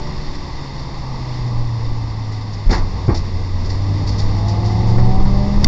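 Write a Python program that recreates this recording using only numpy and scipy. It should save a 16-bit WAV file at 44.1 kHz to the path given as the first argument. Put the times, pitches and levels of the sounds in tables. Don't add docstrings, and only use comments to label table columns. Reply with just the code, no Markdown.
import sys
import numpy as np
from scipy import signal
from scipy.fft import rfft, irfft
from scipy.io import wavfile
from scipy.ndimage import uniform_filter1d

SR = 44100
rng = np.random.default_rng(int(sys.argv[2]) if len(sys.argv) > 2 else 0)


def field_ratio(decibels):
    return 10 ** (np.asarray(decibels, dtype=float) / 20)


def generate_wav(sig):
    pcm = np.round(np.clip(np.atleast_2d(sig).T, -1, 1) * 32767).astype(np.int16)
    wavfile.write(sys.argv[1], SR, pcm)


N = 250047
T = np.arange(N) / SR
HZ = np.fft.rfftfreq(N, 1 / SR)

# (time [s], firing rate [Hz], firing tone level [dB])
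ENGINE_CURVE = [(0.0, 148.7, -36), (0.4, 143.1, -37.5), (1.23, 126.3, -27), (1.45, 120.8, -19),
                (1.88, 113.1, -22.5), (2.51, 104.8, -24.5), (2.84, 95.5, -23), (3.11, 90.46, -21),
                (3.36, 91.8, -24), (3.62, 90.04, -24.5), (3.81, 98.6, -20), (4.07, 99, -20.5),
                (4.42, 102.4, -17), (4.74, 106.4, -17), (5.05, 118.4, -14), (5.15, 125, -15.5),
                (5.4, 121.4, -19), (5.67, 143.8, -20)]


def unit(x):
    return x / np.sqrt(np.mean(x ** 2))


def columns(table):
    times, *values = np.transpose(table)
    return [np.interp(T, times, column) for column in values]


def walk(rate):
    hold = int(SR / rate)
    steps = np.repeat(rng.standard_normal(N // hold + 1), hold)
    return 0.8 * uniform_filter1d(uniform_filter1d(steps, hold), hold)[:N]


def shaped(points, x):
    hz, db = np.transpose(points)
    curve_db = np.interp(np.log(HZ + 1), np.log(hz), db, left=-80, right=-80)
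    return unit(irfft(rfft(x) * field_ratio(curve_db), N))


def hollow(hz, centre_hz, width_hz):
    return 1 / (1 + 1j * (hz ** 2 - centre_hz ** 2) / (np.maximum(hz, 1) * width_hz))


def burst(start, rise, fall):
    t = np.maximum(T - start, 0)
    return (1 - np.exp(-t / max(rise, 1e-4))) * np.exp(-t / max(fall, 1e-3))


def tone(turns, multiple, wobble_db, rate):
    loudness = np.sqrt(2) * field_ratio(wobble_db * walk(rate))
    return loudness * np.sin(2 * np.pi * multiple * turns + 0.28 * wobble_db * walk(rate))


def panels(hz):
    # (frequency [Hz], width [Hz], lift [dB])
    door_modes = [(280, 40, 5), (370, 40, 3), (595, 60, 9), (682, 24, 9), (755, 26, 17), (788, 18, 5),
                  (850, 22, 12), (890, 35, 11)]
    return 1 + sum(field_ratio(up_db) * abs(hollow(hz, f, w)) ** 2 for f, w, up_db in door_modes)


def engine():
    # (multiple of firing rate, level coasting [dB], level on throttle [dB])
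    overtone_levels = [(.5, -16, -14), (1.5, -30, -28), (2, -26, -15), (2.5, -22, -24), (3, -32, -20),
                       (4, -29, -26), (5, -36, -28), (6, -38, -37), (7, -40, -36), (8, -40, -35)]
    # (time [s], share of throttle open)
    throttle_curve = [(0, 0), (3.55, 0), (3.8, 1), (5.1, 1), (5.2, .4), (5.67, .4)]
    # (time [s], depth [dB], length [s])
    skips = [(2.762, -12, 0.029), (2.91, -25, 0.032), (3.672, -2, 0.058), (5.163, -28, 0.058),
             (5.24, -6, 0.062), (5.366, 0, 0.038), (5.475, -26, .03), (5.568, -16, 0.11)]
    hz, db = columns(ENGINE_CURVE)
    throttle = columns(throttle_curve)[0]
    for s, depth_db, length in skips:
        db = db + depth_db * np.exp(-(2 * (T - s) / length) ** 2)
    hz = uniform_filter1d(hz, SR // 20)
    turns = np.cumsum(hz) / SR
    overtones = 0
    for k, coasting_db, open_db in overtone_levels:
        level = field_ratio(coasting_db + (open_db - coasting_db) * throttle)
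        overtones = overtones + level * panels(k * hz) * tone(turns, k, 4.6, 9)
    return field_ratio(db) * tone(turns, 1, 1.5, 14) + field_ratio(-28.5 + 1.9 * throttle) * overtones


def road():
    # (time [s], bumpiness [dB], tyre load [dB])
    track = [(0.0, -0.5, 1.7), (0.33, 4, -0.6), (0.65, -6.5, -2), (1.1, -2.5, 0.2), (1.45, -2, -0.3),
             (1.59, 9, 2.7), (1.75, 2.2, -0.3), (1.9, 5, 0.7), (2.26, -2.5, -1.8), (2.62, -6.5, -1.8),
             (3.0, -1, 3), (3.35, 5.5, 1.5), (3.81, 1, 2.4), (4.05, -5, 4), (4.61, -7.5, 4), (5.05, 10, 9),
             (5.5, 7, 6.5), (5.67, 1, 8)]
    # (time [s], level [dB])
    kerb_hits = [
        (2.72, -1.5),
        (3.09, -9),
    ]
    # (level at rest [dB], per bumpiness [dB/dB], per load [dB/dB],
    # per octave of revs [dB], kerb level [dB])
    ranges = [
        (-27.5, 0.97, 0.38, -2, -57),
        (-35, -0.1, 1.65, -3.0, -21.5),
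        (-35, -0.1246, 0.94, -0.5, -40.5),
        (-40.5, -0.17, 0.69, 4.0, -29.5),
    ]
    # (frequency [Hz], level per Hz [dB])
    roar = [(60, -1), (130, 4), (220, -3), (300, -5.5), (400, -11.5), (470, -8.5), (520, -13), (640, -15),
            (900, -29.5)]
    # (frequency [Hz], level per Hz [dB])
    drum = [(500, -20), (700, -6.5), (890, 1), (1000, -1), (1180, -3), (1280, -12), (1400, -21)]
    shake = [(5, -25.0), (12, 5.0), (22, -6.5), (30, -12), (38, 4.4)]
    boom = [(28, -17.0), (47, 2), (70, -3.0), (95, -1)]
    colours, trims_db = [shake, boom, roar, drum], (2.2, 4.2, 3.58, 1.2)
    jolts_db = 0.25 * walk(25)
    bumps, load = columns(track)
    revs = np.log2(columns(ENGINE_CURVE)[0] / 110)
    kerbs = sum(field_ratio(db + 6.5) * burst(s, 0.011, 0.035) for s, db in kerb_hits)
    sound = 0
    for k, (db, per_bump, per_load, per_octave, kerb_db) in enumerate(ranges):
        level = field_ratio(db + per_bump * bumps + per_load * load + per_octave * revs) + field_ratio(kerb_db) * kerbs
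        flicker_db = trims_db[k] + 0.99 * walk(12) + jolts_db * (k > 1)
        sound = sound + level * field_ratio(flicker_db) * shaped(colours[k], rng.standard_normal(N))
    return sound


def in_case(x, tilt_db):
    # (frequency [Hz], width [Hz], level [dB])
    case_modes = [(1424, 515, -8.5), (2018, 184, 2.5), (2655, 360, -7.5), (3650, 275, -3.5),
                  (4363, 338, 1.5), (4887, 900, -0.5), (5648, 604, -3.5), (6660, 760, -14.5)]
    # (frequency [Hz], width [Hz], depth [0-1])
    notch_hz, notch_width_hz, notch_depth = (6440, 550, 0.34)
    gain = 0
    for k, (f, w, db) in enumerate(case_modes):
        gain = gain + (-1) ** k * field_ratio(db) * hollow(HZ, f, w)
    gain = gain * (1 - notch_depth * hollow(HZ, notch_hz, notch_width_hz))
    gain = gain * field_ratio(tilt_db * np.log2(np.maximum(HZ, 800) / 4000))
    steep_top = 1 / np.sqrt(1 + (HZ / 7300) ** 36)
    gain = gain * (steep_top + field_ratio(-12.5) * abs(hollow(HZ, 8450, 500)) ** 2)
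    no_bass = np.minimum(HZ / 1400, 1) ** 4
    return unit(irfft(rfft(x) * gain * no_bass, N))


def droplets(scatter_db):
    return rng.standard_normal(N) * field_ratio(scatter_db * walk(300))


def water():
    # (time [s], level [dB])
    spray = [(0.0, -40), (0.3, -40), (0.93, -42), (1.36, -40.5), (1.58, -43), (3.46, -42), (4.28, -40),
             (5.29, -40), (5.67, -38.5)]
    # (time [s], peak level [dB], fall [s], dull share [dB])
    splashes = [(0.346, -32, 0.0093, 0), (0.792, -33.5, 0.0094, -3.5), (2.315, -40.5, 0.039, -1),
                (2.53, -34, 0.013, -5.5), (2.692, -37.5, 0.022, 12), (2.706, -23, 0.017, -4.5),
                (2.724, -33, 0.034, 16), (2.743, -33, 0.017, -6), (2.775, -42, 0.016, -3),
                (3.065, -42, 0.028, -9), (3.143, -26, 0.017, -9), (3.163, -34, 0.022, -13),
                (3.642, -38.5, 0.04, 1.5), (3.692, -37.5, 0.052, -3), (4.068, -29.5, 0.018, -10),
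                (4.075, -42, 0.14, -28), (4.182, -29.5, 0.028, -31), (4.48, -30, 0.022, -25),
                (4.643, -37, 0.061, -5), (4.805, -47, 0.0067, 9), (4.868, -37.5, 0.04, -15),
                (4.925, -39, 0.0055, 8), (4.979, -43, .015, 7.5), (5.059, -31.5, 0.0039, 9),
                (5.25, -42, 0.012, 15), (5.622, -39.5, 0.03, 8.5)]
    spray_db = columns(spray)[0] + 1.0 + 0.24 * walk(9) + 0.73 * walk(30)
    sound = field_ratio(spray_db) * in_case(droplets(0.71), 0.061)
    slap = irfft(rfft(droplets(2.7)) * hollow(HZ, 5500, 4500), N)
    bright, dull = in_case(slap, 3.0), in_case(droplets(2.4), -12.0)
    for s, db, fall, dull_db in splashes:
        sound = sound + field_ratio(db + 2.5) * burst(s, 0.0049, fall) * (bright + field_ratio(dull_db - 7) * dull)
    return sound


def thumps():
    # (frequency [Hz], level per Hz [dB])
    rattle_colour = [(100, -17.5), (150, 5.5), (200, 1.5), (250, -4), (330, 1), (400, -5), (600, -13.5),
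                     (820, -9), (1200, -17.5), (1500, -26), (2000, -21), (2400, -28.5), (3000, -51.5)]
    # (time [s], level [dB], rise [s], fall [s])
    rattles = [(2.691, -15.5, 0.014, 0.045), (2.76, -35, 0.0092, 0.025), (4.977, -21, 0.0026, 0.028),
               (5.604, -26.5, 0.023, 0.028), (3.081, -21, 0.0021, 0.014), (3.088, -20.5, 0.0029, 0.046)]
    # (time [s], peak [dB], frequency [Hz], time to fall 60 dB [s], first swing [1 up, -1 down])
    swings = [(2.79, -10, 22, .4, 1), (3.0795, -5, 130, .045, -1), (4.225, -7, 16, .4, -1),
              (2.662, -4, 33, .3, -1), (2.678, 0, 25, .09, 1), (3.0875, -6, 115, .07, -1),
              (4.97, -10, 22, .3, -1), (5.222, -5.5, 14.5, .4, -1), (5.556, -3, 24, .2, -1),
              (5.612, -6, 16, .15, -1), (5.6435, -9, 50, .06, -1), (5.66, 5, 20, .4, 1)]
    shaking = sum(field_ratio(db + 5.0) * burst(s, rise, fall) for s, db, rise, fall in rattles)
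    sound = shaped(rattle_colour, droplets(0.61)) * shaking
    for s, db, hz, t60, sign in swings:
        swing = np.sin(2 * np.pi * hz * np.maximum(T - s, 0))
        sound = sound + sign * field_ratio(db + 5) * burst(s, 0.24 / hz, t60 / np.log(1000)) * swing
    return sound


def rivals():
    # (time [s], firing rate [Hz])
    rival_revs = [(3.85, 151), (4.45, 169.5), (4.75, 177), (5.0, 185.5), (5.2, 190.8), (5.35, 196.3),
                  (5.67, 206.5)]
    # (time [s], distance [m])
    rival_path = [(3.7, 130), (3.8, 8), (4.3, 9), (4.5, 13), (4.75, 4.1), (5.05, 2.4), (5.4, 1.92),
                  (5.67, 1.93)]
    # (multiple of firing rate, level [dB])
    rival_overtones = [(2, -6.5), (2.75, -18.5), (3, -13.5), (3.75, -27), (4, -15.5), (4.25, -23),
                       (4.75, -18), (5, -16.5), (6, -27.5)]
    # (time [s], firing rate [Hz], level [dB])
    third_car = [(4.15, 181, -55), (4.3, 186, -31), (4.5, 192, -31), (4.75, 200, -33), (5.0, 209, -37),
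                 (5.2, 214, -55)]
    hz = columns(rival_revs)[0]
    metres = np.maximum(columns(rival_path)[0], 1)
    turns = np.cumsum(hz) / SR

    def turn_at(s):
        return 1 / (1 + np.exp(-(T - s) / 0.094))

    beam = turn_at(4.344) - 0.3 * turn_at(5.36)
    overtones = 0
    for k, db in rival_overtones:
        through_door = panels(k * hz) ** 1.166
        overtones = overtones + field_ratio(db) * through_door * tone(turns, k, 3.0, 8)
    note = field_ratio(-14.5) / metres * tone(turns, 1, 0.48, 4.9)
    far_hz, far_db = columns(third_car)
    far = field_ratio(far_db) * tone(np.cumsum(far_hz) / SR, 1, 2.2, 7)
    return note + field_ratio(-35) * beam * overtones + far


def stone():
    # (time [s], level [dB])
    hits = [
        (5.6440, 4),
        (5.64596, -2),
        (5.6479, -9),
    ]
    # (frequency [Hz], level [dB], time to fall 60 dB [s])
    ringing = [(2083, -13, .014), (3639, -11, .014), (4720, 0, .009), (5100, -7, .008), (5450, -5, .013)]
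    sound, crack = 0, in_case(rng.standard_normal(N), 9.1)
    for s, db in hits:
        t = np.maximum(T - s, 0)
        sound = sound + field_ratio(db - 20) * burst(s, .0002, .0015) * crack
        for hz, mode_db, t60 in ringing:
            fading = np.exp(-t * np.log(1000) / t60)
            sound = sound + field_ratio(db + mode_db - 7) * fading * np.sin(2 * np.pi * hz * t)
    return sound


def scene():
    return (engine() + road() + water() + thumps() + rivals() + stone())[None]


def band_limit(x):
    return signal.sosfilt(signal.butter(12, 15700, fs=SR, output="sos"), x)


def record(dry):
    flat = np.clip(dry, -.707, .707)
    sagged = signal.lfilter([1, -1], [1, -np.exp(-2 * np.pi * 1.5 / SR)], flat)
    top_hz = 9100
    treble_cut = signal.cheby2(12, 70, 1.1 * top_hz, fs=SR, output="sos")
    narrow = signal.sosfilt(treble_cut, sagged)
    return band_limit(np.clip(narrow, -.715, .715))


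dry = scene()
out = record(dry)
generate_wav(out)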